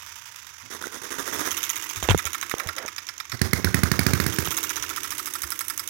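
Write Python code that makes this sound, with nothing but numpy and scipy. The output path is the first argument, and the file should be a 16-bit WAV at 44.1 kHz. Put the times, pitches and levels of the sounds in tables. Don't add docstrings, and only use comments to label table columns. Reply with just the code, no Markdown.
import sys
import numpy as np
from scipy import signal
from scipy.fft import rfft, irfft, next_fast_len
from scipy.io import wavfile
from scipy.ndimage import uniform_filter1d

SR = 44100
rng = np.random.default_rng(int(sys.argv[2]) if len(sys.argv) > 2 else 0)


def store_wav(level_fs):
    pcm = np.round(np.clip(np.atleast_2d(level_fs), -1, 1) * 32767)
    wavfile.write(sys.argv[1], SR, pcm.T.astype(np.int16))


N = 259749
T = np.arange(SR // 3) / SR
NOW = np.arange(N) / SR
FULL_HZ = 16
AIR_HZ = 7500

# (time [s], strength [dB])
FIRING = [(.702, -14.5), (.811, -15), (.918, -16), (1.017, -15.5), (1.105, -11.5), (1.181, -10),
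          (1.256, -10.5), (1.325, -6), (1.386, -5.5), (1.449, -7), (3.4153, -8), (3.5321, -7),
          (3.6448, -7.5), (3.7439, -7), (3.8335, -7.5), (3.9156, -8.5), (3.992, -7), (4.065, -6),
          (4.1339, -8.5), (4.2004, -10.5), (4.2636, -11), (4.386, -11.5)]
# (time [s], direct pop [dB], chuff [dB])
AIM = [(1.5, -50, -18.5), (3.4, 0, -26.5), (4.4, 0, -27)]
# (time [s], latch [dB], clack [dB], frame ring [dB], brightness [dB])
VIEW = [(0, -54, -54, -68, -6), (.6, -53, -52, -47, -8.5), (1.5, -21, -26, -30, -4),
        (1.67, -13.5, -23.5, -37, -5), (1.83, -27.5, -33, -39, -4), (2.15, -14.5, -17.5, -25.5, -6),
        (2.6, -21.5, -19.5, -22.5, -5.5), (2.9, -23.5, -19.5, -32.5, -10.5), (3.3, -25.5, -18, -26.5, -10),
        (4, -27, -39, -16.5, -5), (4.38, -30, -26, -30.5, -4), (4.56, -17.5, -22.5, -26.5, -0.5),
        (4.85, -18.5, -28.5, -25, -6.5), (5.15, -22.5, -25, -27.5, 1.5), (5.6, -20.5, -21.5, -27, 4.5),
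        (5.88, -19.5, -19, -30, 1)]
# (frequency [Hz], relative density [dB per Hz])
CLACK = [(550, -45), (850, -9), (1200, -4), (2200, 14.5), (2900, -9), (3700, 8), (4400, -5), (5300, 9),
         (6500, -8.5), (7600, 1.5), (9000, -1.5), (12000, 3), (16000, -6.5)]
# (frequency [Hz], relative density [dB per Hz])
LATCH = [(550, -23), (850, -20), (1150, 8), (1700, -6), (2300, 6), (3000, -0.5), (3800, 8.5), (4700, -13),
         (5800, 10.5), (6700, 15), (7500, -14), (9000, -9), (12000, -5.5), (16000, -11.5)]
# (frequency [Hz], relative density [dB per Hz])
WASH = [(60, -11), (110, 14), (180, -2), (260, 5), (400, -7.5), (700, -9), (1400, -8), (2000, -7.5),
        (3000, -24), (5000, -11), (8000, -23), (16000, -22)]
# (frequency [Hz], level [dB], t60 [s])
CASE = [(66.6, -5.5, 0.12), (89.5, -3, 0.18), (182, -4, 0.039)]
# (frequency [Hz], relative density [dB per Hz])
CRACKLE = [(300, -14), (1000, 5.5), (1800, -0.5), (2500, 3), (3400, 8), (4000, -11), (4700, -15),
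           (6500, -4), (15000, -46)]


def amp(db):
    return 10 ** (np.asarray(db) / 20)


def unit(x):
    return x / np.sqrt(np.mean(x ** 2) + 1e-20)


def along(points, hz):
    f, v = np.transpose(points)
    return np.interp(np.log(hz + 1), np.log(f), v)


def at(curve, s):
    times, *cols = np.transpose(curve)
    return [np.interp(s, times, c) for c in cols]


def noise(spectrum, size, lo=0, hi=SR):
    m = next_fast_len(size)
    hz = np.fft.rfftfreq(m, 1 / SR)
    gain = amp(along(spectrum, hz)) * (hz >= lo) * (hz < hi)
    return unit(irfft(rfft(rng.standard_normal(m)) * gain, m)[:size])


def fade(t60):
    return np.exp(-np.log(1000) * T / t60)


def swell(length, rise, t60):
    return (1 - np.exp(-T / rise)) * np.exp(-np.log(1000) * np.maximum(T - length, 0) / t60)


def onset(rise):
    return 1 - np.exp(-(T / rise) ** 2)


def ring(modes, scatter_db, detune):
    out = np.zeros(len(T))
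    for hz, db, t60 in modes:
        gain = amp(db + scatter_db * rng.normal())
        mode_hz = hz * (1 + detune * rng.normal())
        out += gain * fade(t60) * np.sin(2 * np.pi * mode_hz * T)
    return out


def add(track, s, sound):
    i = max(round(s * SR), 0)
    space = track[..., i:i + sound.shape[-1]]
    space += sound[..., :space.shape[-1]]


def coasting_ticks():
    # (first tick [s], rate [cycles per s], bearing friction [Hz per s], number of cycles)
    spells = [(.0629, 10.56, 3.25, 6), (1.5081, 16.512, 3.21, 23), (4.3236, 16.1, 3.25, 1),
              (4.4472, 16.74, 3.255, 20)]
    drag_per_s = .1258
    ticks = []
    for s, rate, friction, count in spells:
        for _ in range(count):
            ticks.append(s)
            s, rate = s + 1 / rate, rate - (friction + drag_per_s * rate) / rate
    return ticks


def cycle_starts():
    return np.sort(coasting_ticks() + [s for s, _ in FIRING])


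def period(s):
    starts = cycle_starts()
    return np.interp(s, starts[:-1], np.diff(starts))


def speed(s):
    return -np.log2(period(s) * FULL_HZ)


def coasting():
    return np.interp(NOW, cycle_starts(), np.isin(cycle_starts(), coasting_ticks()))


def cycles_so_far():
    starts = cycle_starts()
    marks = np.concatenate([[starts[0] - period(0)], starts, [starts[-1] + period(starts[-1])]])
    return np.interp(NOW, marks, np.arange(len(marks)))


def pulse(cycles, share, width):
    return np.exp(-(((cycles - share + .5) % 1 - .5) / width) ** 2)


def still_room():
    # (frequency [Hz], relative density [dB per Hz])
    still = [(20, -19), (45, -16), (85, 8), (160, -13.5), (400, -15), (1500, -29.5), (15000, -39)]
    return amp(-60.5) * np.array([noise(still, N), noise(still, N)])


def room(x):
    # (frequency [Hz], t60 [s])
    decay = [(150, 0.68), (1500, 0.87), (6000, 0.2), (15000, 0.5)]
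    hz, t, z = signal.stft(rng.standard_normal(len(T)), SR, nperseg=256)
    envelope = np.exp(-np.log(1000) * t / along(decay, hz)[:, None])
    tail = signal.istft(z * envelope, SR, nperseg=256)[1][:len(T)]
    tail = tail * (1 - np.exp(-T / 0.0011))
    return signal.fftconvolve(x, tail / np.linalg.norm(tail))[:N]


def case_knocks():
    # (time [s], knock [dB], crackle [dB], thump [dB], left port [dB])
    knocks = [(2.027, -38, -14, -30, 5), (2.0886, -3.5, -9.5, -19, -5.5), (2.0969, -30, -11, -21.5, 16),
              (2.106, -26, -15, -17.5, 9), (2.1136, -15, -13, -19, -3), (2.147, 0.5, -24, -16.5, -26),
              (2.5398, -10, -21.5, -54, -22), (2.851, -25, -33, -44, -16), (4.4742, -19, -18, -24, -27)]
    # (frequency [Hz], level [dB], t60 [s])
    shell = [(450, -1, 0.013), (770, 2.5, 0.0051), (1210, -4, 0.0069), (1680, -14, 0.0048)]
    out = np.zeros((2, N))
    for s, knock_db, crackle_db, thump_db, left_db in knocks:
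        knock = amp(knock_db) * ring(shell, scatter_db=1.5, detune=.08) * onset(rise=.0002)
        crackle = amp(crackle_db + 2) * noise(CRACKLE, len(T)) * fade(0.011)
        thump = amp(thump_db - 1.5) * ring(CASE, scatter_db=6.5, detune=0.075) * onset(rise=0.0049)
        left = amp(left_db) * (thump + amp(-2) * knock + amp(-38) * crackle)
        add(out, s, np.array([left, thump + knock + crackle]))
    return out


def grip_bumps():
    # (time [s], left port [dB], right port [dB])
    bumps = [(1.963, -27, -51), (2.251, -56, -24.5), (2.654, -47, -25), (4.792, -51, -28.5),
             (5.434, -39, -30.5)]
    out = np.zeros((2, N))
    for s, left_db, right_db in bumps:
        bump = ring(CASE, scatter_db=6, detune=.08) * onset(rise=0.0068)
        add(out, s, amp([[left_db], [right_db]]) * bump)
    return out


def shell_squeeze():
    start_s, length_s, snaps_per_s = 2.09, 0.028, 200
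    out = np.zeros((2, N))
    for s in np.arange(start_s, start_s + length_s, 1 / snaps_per_s):
        snap = amp(-11.5 + 5 * rng.normal()) * noise(CRACKLE, len(T)) * fade(0.01)
        add(out, s + rng.uniform(-0.63, 0.71) / snaps_per_s, snap * amp([[-24], [0]]))
    return out


def finger_rubs():
    # (time [s], level [dB], length [s])
    rubs = [(2.028, -30, 0.033), (2.08, -26, 0.045), (2.239, -36.5, 0.034), (2.56, -37, 0.144),
            (2.762, -33, 0.098)]
    # (frequency [Hz], relative density [dB per Hz])
    skin = [(60, -3), (200, -0.5), (500, 12.5), (900, 8.5), (1700, 8.5), (3300, -7), (5000, -40),
            (15000, -18)]
    out = np.zeros((2, N))
    for s, db, length in rubs:
        rub = noise(skin, len(T)) * swell(length, rise=0.0057, t60=0.073)
        add(out, s, amp(db - 2.5) * rub * amp([[-20], [0]]))
    return out


def handling():
    return case_knocks() + grip_bumps() + shell_squeeze() + finger_rubs()


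def skid_rumble(cycles, rate):
    # (time [s], level [dB])
    skid_level = [(0, -75.5), (.62, -88), (1.35, -46), (1.65, -56), (2.6, -55.5), (3.2, -69), (3.8, -57),
                  (4.25, -43.5), (4.9, -50.5), (5.85, -57.5)]
    # (frequency [Hz], relative density [dB per Hz])
    rumble = [(40, -16), (85, 3.5), (140, -6), (220, -9.5), (330, 6), (480, -7), (750, -13.5),
              (1200, -25.5)]
    # (multiple of the cycle rate, relative level [dB])
    gear_orders = [(20, 0), (24, -8), (26, -5), (28, -9), (30, -4)]
    # (frequency [Hz], level [dB])
    skid = [(150, -26), (250, -9), (330, -1), (450, -8), (650, -22)]
    hum = np.zeros(N)
    for order, db in gear_orders:
        hum += amp(db + along(skid, order * rate)) * np.sin(2 * np.pi * order * cycles)
    return amp(at(skid_level, NOW)[0]) * (amp(-0.5) * noise(rumble, N) + amp(0.5) * hum)


def swish(cycles, whirr_gain):
    # (frequency [Hz], relative density [dB per Hz])
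    whirr = [(350, -50), (600, -55), (727, -46), (906, 1), (1030, 0), (2180, 0.5), (2910, -3.5), (3630, -3),
             (4220, -11), (4710, -5.5), (6120, 2), (8390, -11.5), (11300, -10.5), (13200, -10),
             (16000, -13.5)]
    # (share of the cycle, relative level [dB])
    stroke = [(0, 9.5), (.08, 5), (.16, 3), (.3, 7), (.42, 1.5), (.52, -7.5), (.6, 5.5), (.66, 9),
              (.74, -6.5), (.8, -3), (.88, 3), (.96, -14)]
    bright_share = 0.73
    hiss_db = -37.5 + 12 * speed(NOW) + bright_share * at(VIEW, NOW)[-1]
    hiss_gain = amp(hiss_db - (1 - coasting()))
    stroke_db = np.interp(cycles % 1, *np.transpose(stroke), period=1)
    grit = amp(2.74 * unit(uniform_filter1d(rng.standard_normal(N), size=60)))
    low = whirr_gain * noise(whirr, N, hi=AIR_HZ) * amp(0.55 * stroke_db - 3.0)
    high = hiss_gain * noise(whirr, N, lo=AIR_HZ) * amp(0.96 * stroke_db - 5.5)
    return (low + high) * grit


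def port_air(cycles, rate):
    # (share of the cycle, width [share of the cycle], pitch [Hz], level [dB])
    pumping = [(.1, 0.13, 3540, 0), (.62, 0.078, 3170, -1.5), (.7, 0.085, 2370, -5)]
    out = np.zeros(N)
    for share, width, hz, db in pumping:
        band = noise([(hz * 0.62, -30), (hz * 0.94, -7.43), (hz * 0.9401, -30)], N)
        out += amp(db) * band * pulse(cycles, share, width)
    return out * coasting() * (rate / FULL_HZ) ** 3


def whistle(cycles):
    # (frequency [Hz], relative density [dB per Hz])
    whistling = [(7000, -39), (10000, -17), (12500, 11), (15500, 5)]
    db = -28.5 + 50 * np.minimum(speed(NOW), 0) + at(VIEW, NOW)[-1]
    return amp(db) * noise(whistling, N) * pulse(cycles, share=0.32, width=0.13)


def running_noise():
    cycles = cycles_so_far()
    rate = 1 / period(NOW)
    whirr_gain = amp(-37.5 + 10.5 * speed(NOW))
    moving = swish(cycles, whirr_gain) + whirr_gain * port_air(cycles, rate)
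    return moving + whistle(cycles) + skid_rumble(cycles, rate)


def tick(spectrum, s, bright_db, t60):
    # (time [s], level [dB])
    presence = [(0, 3), (2.45, -11), (2.75, 4), (3.0, 5.5), (3.6, 10), (4.4, -2.5), (5.85, 13)]
    size = len(T) // 4
    presence_db = np.interp(s, *np.transpose(presence))
    seen = [(hz, db + presence_db * (np.exp(-((hz - 4900) / 800) ** 2) - .25)) for hz, db in spectrum]
    colour = noise(seen, size, hi=AIR_HZ) + amp(bright_db) * noise(seen, size, lo=AIR_HZ)
    envelope = fade(t60) * (1 - np.exp(-T / .0012))
    return amp(4.0) * colour * envelope[:size]


def add_valve(track, landing, clack_db, ring_db, bright_db):
    # (frequency [Hz], level [dB], t60 [s])
    frame = [(1177, -5.5, 0.02), (1317, -1.5, 0.027), (1786, -10.5, 0.042), (2150, -9, 0.014)]
    s = landing
    for k in range(3):
        contact_db = clack_db + 2 - k * 2.5
        add(track, s, amp(contact_db) * tick(CLACK, landing, bright_db, t60=0.0073))
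        frame_ring = ring(frame, scatter_db=1.5, detune=0.026) * onset(rise=0.001)
        add(track, s, amp(ring_db + 0.5) * frame_ring)
        s += .0034 + .0004 * rng.normal()


def coasting_gear():
    slap_at, landing_at = .105, 0.18
    out = np.zeros(N)
    for s in coasting_ticks():
        latch_db, clack_db, ring_db, bright_db = at(VIEW, s) + 0.07 * rng.standard_normal(4)
        slap_db = latch_db - 0.5 + 21 * speed(s)
        add(out, s, amp(latch_db - 1.5) * tick(LATCH, s, bright_db + 2.5, t60=.011))
        add(out, s + slap_at * period(s), amp(slap_db) * tick(LATCH, s, bright_db, t60=0.014))
        add_valve(out, s + landing_at * period(s), clack_db, ring_db, bright_db)
    return out


def firing_gear():
    # (frequency [Hz], level [dB], t60 [s])
    seat = [(1515, 3, 0.015), (1910, -7, 0.014)]
    contact_lead, landing_at = .2, .26
    aim_share = 0.17
    out = np.zeros(N)
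    for s, _ in FIRING:
        _, clack_db, ring_db, bright_db = at(VIEW, s)
        pop_db, _ = at(AIM, s)
        scrape = amp(clack_db - 9) * tick(CLACK, s, bright_db=-13.0, t60=0.016)
        add(out, s - contact_lead * period(s), scrape)
        landing = s + landing_at * period(s)
        add_valve(out, landing, clack_db - 8, ring_db - 8.5, bright_db)
        snap = ring(seat, scatter_db=5.5, detune=0.026) * onset(rise=0.0023)
        add(out, landing, amp(-20 + aim_share * pop_db) * snap)
    return out


def governor_clicks():
    # (time [s], level [dB])
    clicks = [(.1582, -32), (.3602, -32), (.4681, -30)]
    out = np.zeros(N)
    for s, db in clicks:
        add(out, s, amp(db) * tick(LATCH, s, bright_db=-3, t60=0.0082))
    return out


def mixer_gulps():
    # (time [s], level [dB], length [s])
    gulps = [(0.622, -50.5, 0.052), (3.324, -30, 0.027)]
    out = np.zeros(N)
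    for s, db, length in gulps:
        add(out, s, amp(db) * noise(WASH, len(T)) * swell(length, rise=0.015, t60=0.047))
    return out


def add_flaps(track, s, pop_db):
    # (frequency [Hz], level [dB], t60 [s])
    flap_modes = [(327, 1, 0.009), (805, -9, 0.0055), (1600, -6, 0.0044)]
    start = s + .40 * period(s)
    for k in range(3):
        flap = ring(flap_modes, scatter_db=4.0, detune=0.089) * onset(rise=0.00042)
        add(track, start + (k + 0.152 * rng.normal()) * .0095, amp(pop_db - 17) * flap)


def port_crack():
    # (frequency [Hz], level [dB], t60 [s])
    port = [(1600, 0.5, 0.0047), (417, -5.5, 0.0085)]
    # (frequency [Hz], relative density [dB per Hz])
    jet_colour = [(300, -9.5), (1500, 2.5), (2100, 10), (3000, -14), (4500, 6), (6800, -4), (8000, -4.5),
                  (9500, 0.5), (12000, -3.5), (13500, -4), (15500, -2)]
    jet = noise(jet_colour, len(T)) * np.exp(-((T - .0023) / 0.0018) ** 2)
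    port_ring = ring(port, scatter_db=2.1, detune=0.055) * onset(rise=.0001)
    return amp(-0.5) * port_ring + amp(-8.5) * jet


def pop_body():
    # (frequency [Hz], level [dB], t60 [s])
    blast_modes = [(141, 5.5, 0.021), (96.6, -7.5, 0.11)]
    # (frequency [Hz], level [dB], t60 [s])
    room_modes = [(75.5, -21, 0.16), (98.7, -18, 0.23), (179.4, -33, 0.35), (210, -24, 0.054),
                  (266, -21.5, 0.074), (386, -25.5, 0.061)]
    blast = -ring(blast_modes, scatter_db=1.5, detune=0.032) * onset(rise=0.0032)
    boom = ring(room_modes, scatter_db=1, detune=0.02) * onset(rise=0.0031)
    wash = noise(WASH, len(T)) * swell(0.045, rise=0.0013, t60=0.18)
    return amp(1.0) * blast + amp(6) * boom + amp(-27.5) * wash


def chuff(s):
    # (frequency [Hz], relative density [dB per Hz])
    chuff_colour = [(60, -41), (150, -9.5), (280, 5.5), (420, 5), (720, -9.5), (1050, 1.5), (1500, 2),
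                    (1950, 0.5), (2700, -24), (3500, -3.5), (4400, -16), (6200, -1), (7600, -15),
                    (9500, -8.5), (12500, -11), (16000, -19)]
    sputter = amp(4.75 * unit(uniform_filter1d(rng.standard_normal(len(T)), size=110)))
    return noise(chuff_colour, len(T)) * sputter * swell(.5 * period(s), rise=0.0025, t60=0.15)


def exhaust():
    # (delay [s], level [dB])
    echoes = [(.006, -22), (0.011, -23), (.024, -38), (.041, -19), (0.047, -28)]
    out = np.zeros(N)
    for s, strength_db in FIRING:
        pop_db, chuff_db = np.add(strength_db, at(AIM, s))
        crack = port_crack()
        add(out, s, amp(pop_db) * (crack + pop_body()))
        add_flaps(out, s, pop_db)
        for delay, db in echoes:
            add(out, s + delay, amp(pop_db + db) * crack)
        add(out, s, amp(chuff_db - 7) * chuff(s))
    return out


def scene():
    valve_gear = coasting_gear() + firing_gear() + governor_clicks()
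    engine = running_noise() + valve_gear + mixer_gulps() + exhaust()
    left = amp(-42.5) * room(engine)
    right = amp(5.5) * (engine + amp(-13.0) * room(engine))
    return still_room() + handling() + np.array([left, right])


def record(dry):
    thin = signal.sosfilt(signal.butter(2, 45, "highpass", fs=SR, output="sos"), dry)
    soft = thin / (1 + (thin / .85) ** 6) ** (1 / 6)
    m = next_fast_len(N + SR // 4)
    return irfft(rfft(soft, m) * (np.fft.rfftfreq(m, 1 / SR) < 16050), m)[:, :N]


dry = scene()
out = record(dry)
store_wav(out)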